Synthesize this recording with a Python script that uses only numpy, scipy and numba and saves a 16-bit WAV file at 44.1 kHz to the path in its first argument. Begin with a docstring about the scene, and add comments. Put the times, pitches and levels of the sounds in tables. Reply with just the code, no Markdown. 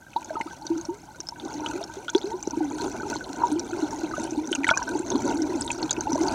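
"""Bubbles ring for tens of cycles as water streams past a small camera in a sealed housing, beside a sailing hull.
Big bubbles and small snaps are listed sliding or steady decaying sines, with thumps, broods and noise jolts.
Swarms of random sines over flickering noise, fine ticks and a low rumble follow the flow of the stream.
Swarms, turbulence, rumble, jolts and ticks take the colour of the housing; the microphone adds hiss.
"""
import sys
import numpy as np
from scipy import signal
from scipy.fft import rfft, irfft
from scipy.io import wavfile
from scipy.ndimage import uniform_filter1d
from numba import njit

SR = 44100
rng = np.random.default_rng(int(sys.argv[2]) if len(sys.argv) > 2 else 0)


def unload_wav(signal):
    """Save mono or channel-first audio to the path in sys.argv[1] as 16-bit WAV at rate SR, clipped to [-1, 1]."""
    wavfile.write(
        sys.argv[1],
        SR,
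        np.round(np.clip(np.atleast_2d(signal).T, -1, 1) * 32767).astype(np.int16),
    )


N = 279594

# Big bubbles that stand out: t/s, pitch f/Hz, peak level/dB, t60/ms, glide/(octaves per s)
BIG_BUBBLES = [(0.019, 1524, -42.5, 78, 2), (0.065, 1570, -41, 68, 0), (0.157, 324, -35.5, 81, 4),
               (0.1605, 870, -14, 64, 8), (0.217, 936, -32.5, 43, -5.5), (0.295, 1570, -33.5, 41, -3),
               (0.304, 653, -22.5, 67, -3), (0.352, 335, -25, 28, 9), (0.354, 1290, -25, 61, -2),
               (0.366, 928, -21.5, 81, -2), (0.401, 908, -20, 58, -0.5), (0.407, 307, -24.5, 15, -11),
               (0.457, 325, -30.5, 89, 3), (0.474, 1253, -33.5, 46, 4), (0.508, 1577, -36.5, 110, -2),
               (0.617, 834, -34.5, 110, 1), (0.649, 327, -29.5, 45, -4), (0.6999, 323.6, -16, 220, 1.5),
               (0.715, 926, -31, 63, 0), (0.757, 310, -22, 185, 2.5), (0.884, 316.5, -21.5, 160, 7),
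               (0.891, 918, -30, 140, 0), (1.085, 867, -39.5, 110, -0.5), (1.145, 1440, -42.5, 76, 2),
               (1.196, 323, -33.5, 34, 8), (1.321, 887, -29.5, 47, 10), (1.359, 1545, -38, 60, -3),
               (1.449, 790, -31, 120, 0.5), (1.457, 305, -25.5, 37, 6), (1.547, 301, -31.5, 98, -3),
               (1.571, 304, -29.5, 600, 0), (1.645, 942, -34, 100, -2.5), (1.6608, 1410, -28, 18, -25),
               (1.737, 329, -28, 81, 3), (1.7519, 355.5, -25.5, 206, 3), (1.8088, 632, -26.5, 77, 8),
               (1.896, 1497, -38, 140, 2), (1.966, 359, -28.5, 113, 7.5), (2.0812, 1394, -22.5, 43, 9.5),
               (2.091, 1510, -29, 35, -13), (2.148, 917, -24, 116, 1), (2.1487, 329, -7, 58, 18),
               (2.239, 317, -19.5, 75, 19), (2.261, 403, -25, 170, 3), (2.315, 878, -25, 130, 5),
               (2.3359, 368, -23.5, 135, 0), (2.4733, 347, -14, 16, 6), (2.529, 295, -22.5, 60, 0),
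               (2.532, 940, -28, 120, 0), (2.5696, 301, -15.5, 73, 10), (2.604, 325, -18.5, 350, -3),
               (2.604, 844, -22.5, 42, -16), (2.6462, 800, -27, 22, 6), (2.732, 332, -25.5, 210, -3.5),
               (2.799, 344, -27, 68, -5), (2.815, 375, -24, 86, 5), (2.8579, 358, -21, 90, 5.5),
               (2.9984, 1466, -27.5, 72, 4), (3.029, 320, -20.5, 30, 16), (3.031, 1350, -27.5, 29, -7),
               (3.127, 1466, -25.5, 70, 0), (3.155, 322, -23.5, 87, -3), (3.1565, 910, -21, 14, 6),
               (3.2069, 1540, -28.5, 78, -3), (3.3874, 864, -29, 150, 11.5), (3.416, 917, -19.5, 44, 2),
               (3.422, 1370, -24.5, 12, 7), (3.434, 938, -10, 88, 1.5), (3.5137, 286, -18, 270, 3.5),
               (3.555, 342, -18.5, 93, 0), (3.723, 335.4, -23.5, 260, 3.5), (3.731, 1526, -28.5, 39, -18),
               (3.788, 348, -27, 100, 6), (3.8228, 314, -14.5, 115, -2.5), (3.926, 917, -25.5, 83, -3),
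               (4.031, 326, -20, 130, -3.5), (4.1112, 1515, -29, 38, 0), (4.136, 1230, -21.5, 42, 2),
               (4.1643, 1504, -28, 86, -1), (4.1783, 613, -22.5, 38, -5), (4.3177, 331, -20.5, 130, -0.5),
               (4.371, 292, -18.5, 200, 2), (4.474, 263, -27.5, 170, -2), (4.5125, 350, -16.5, 32, -6),
               (4.5285, 1420, -27.5, 48, 9.5), (4.577, 279, -24, 300, 0), (4.6673, 1560, -19, 52, -7),
               (4.6773, 858, -21.5, 110, 12.5), (4.6894, 1356, -9.5, 31, 7), (4.7095, 650, -16, 40, 0),
               (4.7105, 928, -16.5, 46, -2), (4.711, 1434, -10, 45, 6), (4.7338, 1160, -24.5, 39, -8),
               (4.737, 2390, -23.5, 68, 3.5), (4.766, 1030, -21.5, 24, 12), (4.7721, 1544, -17, 35, 4.5),
               (4.7899, 970, -24, 63, 0), (4.8154, 987, -23, 80, -7), (4.8195, 1565, -26, 49, -5),
               (4.877, 1502, -24.5, 86, 2.5), (4.898, 303, -25.5, 170, 9), (4.949, 323, -20, 110, -4),
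               (4.9509, 847, -23.5, 64, 6), (4.997, 313, -18, 57, 14), (5.038, 357, -28, 110, -7.5),
               (5.1157, 980, -25, 74, -5), (5.147, 291, -17, 78, -7), (5.154, 1040, -23.5, 23, -13),
               (5.249, 306, -19, 140, 1.5), (5.2623, 916, -22.5, 43, 0), (5.3, 900, -23.5, 130, 2),
               (5.339, 335, -19, 60, -17), (5.353, 309.5, -21, 220, 3.5), (5.389, 304, -20, 170, 5),
               (5.4138, 293, -17.5, 190, 3), (5.4875, 364, -23.5, 280, 0.5), (5.5206, 916, -26.5, 41, 12),
               (5.55, 336, -18.5, 146, -11.5), (5.607, 301, -29.5, 330, -3.5), (5.7006, 921, -23.5, 69, 2),
               (5.774, 358, -29, 210, -0.5), (5.977, 330, -18.5, 64, 6.5), (6.0685, 860, -17, 78, 1),
               (6.094, 313, -24, 130, 4), (6.1167, 897, -19.5, 50, 6), (6.1259, 251.3, -17.5, 180, 6),
               (6.154, 637, -19, 42, -10), (6.1776, 1020, -24, 51, -6), (6.188, 333, -24, 150, -5.5),
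               (6.236, 328, -25.5, 110, 9.5), (6.2752, 895, -22, 56, 3)]
# Small bubbles that snap off close by: t/s, pitch f/Hz, peak level/dB
SNAP_BUBBLES = [(0.133, 2580, -36.5), (0.1644, 3900, -29), (0.227, 2450, -39.5), (0.246, 6500, -29),
                (0.4115, 2120, -20), (0.502, 3360, -40.5), (0.623, 4270, -39), (0.412, 2920, -31),
                (0.667, 5980, -23.5), (0.675, 3750, -36.5), (0.7792, 5920, -31.5), (0.8123, 6460, -28.5),
                (0.852, 5600, -27.5), (1.2034, 5970, -22), (1.27, 5130, -29.5), (1.2876, 5330, -19),
                (1.3984, 3600, -30), (1.4497, 6100, -32), (1.539, 5600, -29.5), (1.6617, 3000, -18.5),
                (1.687, 6040, -30), (1.8285, 3730, -33), (1.839, 5500, -24), (2.0812, 3220, -26),
                (2.0926, 3420, -23), (2.099, 6380, -22), (2.149, 3440, -15.5), (2.1623, 5940, -24.5),
                (2.1794, 4330, -24.5), (2.2146, 3440, -30), (2.23, 3800, -32), (2.257, 4170, -32.5),
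                (2.4274, 6120, -21.5), (2.473, 5930, -24.5), (2.5085, 6000, -23.5), (2.8117, 4230, -25),
                (2.916, 6030, -28.5), (3.1395, 5980, -28), (3.1532, 6250, -28), (3.1652, 4240, -25.5),
                (3.2422, 4180, -31.5), (3.3, 6050, -43), (3.361, 5960, -34), (3.527, 9100, -33.5),
                (3.595, 5840, -19), (3.908, 5950, -29.5), (4.198, 6340, -27.5), (4.235, 5900, -30),
                (4.24, 9170, -29), (4.308, 6030, -26.5), (4.4738, 6120, -25.5), (4.5178, 6460, -25.5),
                (4.518, 8950, -29), (4.5284, 3070, -14.5), (4.5506, 6600, -16), (4.554, 2750, -22),
                (4.6345, 2450, -24), (4.644, 1960, -12), (4.6683, 3070, -23.5), (4.678, 3770, -24.5),
                (4.6808, 7940, -20.5), (4.6896, 2240, -10), (4.703, 3340, -13), (4.707, 5740, -21),
                (4.757, 6100, -31), (4.774, 5900, -13), (4.8284, 5730, -23), (4.9913, 7400, -25.5),
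                (5.103, 6380, -16.5), (5.118, 3530, -26), (5.157, 4200, -26.5), (5.2773, 6000, -25),
                (5.42, 5630, -22.5), (5.6098, 7900, -17), (5.62, 5150, -21.5), (5.647, 8400, -31),
                (5.664, 7660, -26.5), (5.6776, 3710, -23.5), (5.7038, 2550, -18), (5.7155, 7150, -17),
                (5.729, 6000, -26), (5.829, 4330, -19), (5.895, 3380, -25), (5.9085, 6820, -10),
                (5.91, 3850, -18), (5.929, 6240, -20.5), (5.966, 2610, -28), (6.008, 6250, -16.5),
                (6.1215, 6100, -24.5), (6.1304, 5930, -20), (6.1483, 6000, -29), (6.1568, 6010, -26),
                (6.213, 6010, -30), (6.2735, 6240, -26), (6.2831, 4600, -20)]
# Swarms by size: lowest f/Hz, highest f/Hz, rate/(bubbles per s), mid t60/cycles,
# size scatter/dB, level relative to the flow/dB
SWARM_SIZES = [(194.6, 500, 60, 33.5, 5, -4.5), (499.6, 1800, 280, 48.5, 4, 3),
               (1839, 11040, 1900, 77, 9.5, 4)]
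# Stream course: t/s, then relative level/dB of the flow, the low gurgle and the rumble
STREAM_FLOW = [(0.0, -69, -79, -63), (0.3, -57, -43.5, -58), (0.81, -60.5, -65, -53.5),
               (0.97, -63, -57, -59.5), (1.22, -67.5, -75, -58), (1.43, -59, -45.5, -55),
               (1.62, -54.5, -41, -51), (2.03, -59.5, -47, -57), (2.28, -56.5, -44, -55.5),
               (3.11, -52, -34.5, -49), (3.32, -53.5, -37.5, -53), (3.74, -54, -36, -51.5),
               (4.11, -50, -35, -49.5), (4.5, -52.5, -36, -53.5), (4.91, -52.5, -39, -52),
               (5.14, -50, -30, -47), (5.44, -49.5, -32.5, -50.5), (5.8, -52, -38.5, -49),
               (6.34, -46.5, -28, -44)]
# Housing colour: f/Hz, relative gain/dB
HOUSING_GAIN = [(20, -12.5), (60, -16.5), (200, -12.5), (320, 2), (490, -12.5), (730, -10), (940, -2.5),
                (1150, -24.5), (1500, -7.5), (1800, -33.5), (2200, -29), (3300, -33.5), (4250, -26),
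                (5000, -34), (6050, -21), (8000, -32.5), (11000, -41.5), (16000, -60)]

# swell time of a big bubble at 1 kHz and 60 ms of t60; power laws over pitch and t60
SWELL_MS, SWELL_POWER, SWELL_RING_POWER = 3.7, -0.42, 0.3
# snap t60 at 1 kHz, its power law over pitch, and rise time
SNAP_T60_MS, SNAP_POWER, SNAP_RISE_MS = 27.7, -0.31, .3
# middling swarm: dB above the flow at mid flow, and dB per dB of flow
MID_FLOW_DB, MIDDLING_DB, MIDDLING_SLOPE = -54, 8.5, 1.08
# relative to the flow or rumble course; SPIT_SCATTER is spit dB per tick dB
WASH_DB, SPIT_SCATTER, FLUTTER_DB, RUMBLE_DB = -2, .9, 1.0, 6
HISS_DB, TOP_HZ = -65, 15870


def undb(db):
    """Amplitude from dB."""
    return 10 ** (np.asarray(db) / 20)


def level(x, db):
    """Scale to an RMS level in dB."""
    return x * undb(db) / np.sqrt(np.mean(x ** 2))


def band(x, lo_hz, hi_hz):
    """Band-pass with moderate slopes."""
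    return signal.sosfilt(signal.butter(2, [lo_hz, hi_hz], "band", fs=SR, output="sos"), x)


def walk(rate_hz):
    """Random levels held 1 / rate_hz and slewed twice; spread near 1."""
    hold = int(SR / rate_hz)
    steps = np.repeat(rng.standard_normal(N // hold + 1), hold)
    return 1.51 * uniform_filter1d(uniform_filter1d(steps, hold), hold)[:N]


@njit
def ring(count, start_s, hz, size, rise_s, t60_s, glide, phase):
    """Each bubble swells, then rings down; its pitch slides during the swell and early ring."""
    out = np.zeros(count)
    for k in range(len(start_s)):
        first, rise, angle = int(start_s[k] * SR), rise_s[k] * SR, phase[k]
        t60 = t60_s[k] * SR
        step, slide = 2 * np.pi * hz[k] / SR, 2 ** (glide[k] / SR)
        fade, amp = 1000 ** (-1 / t60), size[k]
        for i in range(min(int(rise + .7 * t60), count - first)):
            if i < rise:
                out[first + i] += amp * np.sin(np.pi / 2 * i / rise) ** 2 * np.sin(angle)
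            else:
                amp *= fade
                out[first + i] += amp * np.sin(angle)
            angle += step
            if i < rise + .3 * t60:
                step *= slide
    return out


def bubbles(thump_db=-9, thump_ms=0.56, quick_ms=4):
    """Big bubbles: low, long-ringing ones swell slowly; quick ones thump the housing harder."""
    s, hz, db, t60_ms, glide = np.array(BIG_BUBBLES, float).T
    rise_ms = SWELL_MS * (hz / 1000) ** SWELL_POWER * (t60_ms / 60) ** SWELL_RING_POWER
    t60_s = np.maximum(t60_ms, 1) / 1000
    tones = ring(N, s, hz, undb(db), rise_ms / 1000, t60_s, glide, 0 * s)
    pushes = np.zeros(N)
    np.add.at(pushes, (s * SR).astype(int), undb(db + thump_db) * np.exp(-rise_ms / quick_ms))
    age = np.arange(1000) * 1000 / SR / thump_ms
    thump = age * (2 - age) * np.exp(1 - age)  # push, then pull
    return tones + signal.fftconvolve(pushes, thump)[:N]


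def snaps(brood_db=-8, spread=0.27, brood_ms=7, jolt_db=-17, count=3):
    """Each snap rings shorter the higher it is, sheds a brood of like size and jolts the housing."""
    s, hz, db = np.array(SNAP_BUBBLES, float).T
    t60_s = SNAP_T60_MS * (hz / 1000) ** SNAP_POWER / 1000
    rise_s = 0 * s + SNAP_RISE_MS / 1000
    out = ring(N, s, hz, undb(db), rise_s, t60_s, 0 * s, 0 * s)
    for late, pitch, size in rng.random((len(s), count, 3)).transpose(1, 2, 0):
        near_s = s + late * brood_ms / 1000
        near_hz = hz * (1 + spread * (2 * pitch - 1))
        near_size = undb(db + brood_db) * size
        out += ring(N, near_s, near_hz, near_size, rise_s, t60_s, 0 * s, 0 * s)
    return out + jolt(s, db + jolt_db, tail_ms=5.1)


def jolt(s, db, tail_ms):
    """Decaying bursts of broad noise, rung through the housing; onset RMS near db."""
    kicks = np.zeros(N)
    np.add.at(kicks, (s * SR).astype(int), undb(db))
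    shape = signal.lfilter([1], [1, -np.exp(-1000 / (tail_ms * SR))], kicks)
    noise = band(rng.standard_normal(N), 1370, 15500)
    return housing(shape * noise) / np.std(housing(noise))


def swarm(lo_hz, hi_hz, rate, cycles, scatter_db, swarm_db):
    """Random bubbles of one size range over flickering turbulence, both through the housing."""
    when, pitch, ringing, strength, slide, phase = rng.random((int(N / SR * rate), 6)).T
    hz = lo_hz * (hi_hz / lo_hz) ** pitch
    t60_s = cycles / hz * 2.37 ** (2 * ringing - 1)
    # many faint, few strong; .95 caps the strongest
    size = undb(-scatter_db * np.log(1 - .95 * strength)) * np.sqrt(1 / t60_s)
    glide = (slide - .35) * 1.13 / t60_s
    tones = ring(N, when * N / SR, hz, size, 5.0 / hz, t60_s, glide, 2 * np.pi * phase)
    wash = band(rng.standard_normal(N), lo_hz, hi_hz) * undb(3.13 * walk(30))
    return level(housing(tones), swarm_db) + level(housing(wash), WASH_DB)


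def crackle(rate=300, scatter_db=8, crackle_db=1.0, sharp_db=-20):
    """Faint broad ticks of the finest bubbles, each with an airy noise spit in the top treble."""
    when, size = rng.random((int(N / SR * rate), 2)).T
    db = -scatter_db * np.log(1 - .98 * size)
    ticks = jolt(when * (N - 1) / SR, db, tail_ms=2.5)
    edges = np.zeros(N)
    edges[(when * (N - 1)).astype(int)] = undb(SPIT_SCATTER * db)
    spit_shape = signal.lfilter([1], [1, -np.exp(-300 / SR)], edges)  # decay 1/300 s
    spits = spit_shape * rng.standard_normal(N)
    return level(band(ticks, 1800, 9600), crackle_db) + level(band(spits, 9500, 17000), sharp_db)


def rumble():
    """Pressure of the stream on the housing: low noise with a quick flutter in level."""
    noise = housing(band(rng.standard_normal(N), 42.4, 164))
    return level(undb(FLUTTER_DB * walk(18)) * noise, RUMBLE_DB)


def housing(x):
    """Resonances of the housing: causal filter from the folded cepstrum of its log gain."""
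    hz, db = np.transpose(HOUSING_GAIN)
    bins_hz = np.arange(4097) * SR / 8192
    log_gain = np.interp(np.log(bins_hz + 1), np.log(hz), db) * np.log(10) / 20
    cepstrum = irfft(log_gain)
    cepstrum[1:4096] *= 2
    cepstrum[4097:] = 0
    return signal.fftconvolve(x, irfft(np.exp(rfft(cepstrum))))[:N]


def scene():
    """Listed bubbles and snaps over the stream, which follows the flow course."""
    s, *columns = np.transpose(STREAM_FLOW)
    flow_db, gurgle_db, rumble_db = (np.interp(np.arange(N) / SR, s, db) for db in columns)
    middling_db = MID_FLOW_DB + MIDDLING_DB + MIDDLING_SLOPE * (flow_db - MID_FLOW_DB)
    gurgle, middling, fizz, swing = undb([gurgle_db, middling_db, flow_db, rumble_db])
    stream = fizz * crackle()
    for gain, row in zip((gurgle, middling, fizz), SWARM_SIZES):
        stream += gain * swarm(*row)
    # eddies sweep past and shake bubbles of every size at once
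    eddies = undb(2.0 * walk(15))
    return (bubbles() + snaps() + eddies * stream + swing * rumble())[None]


def record(dry):
    """Broad microphone hiss, then a steep cut at the top."""
    hiss = level(band(rng.standard_normal(N), 1100, 13000), HISS_DB)
    return signal.sosfilt(signal.ellip(10, .2, 100, TOP_HZ, fs=SR, output="sos"), dry + hiss)


dry = scene()
out = record(dry)
unload_wav(out)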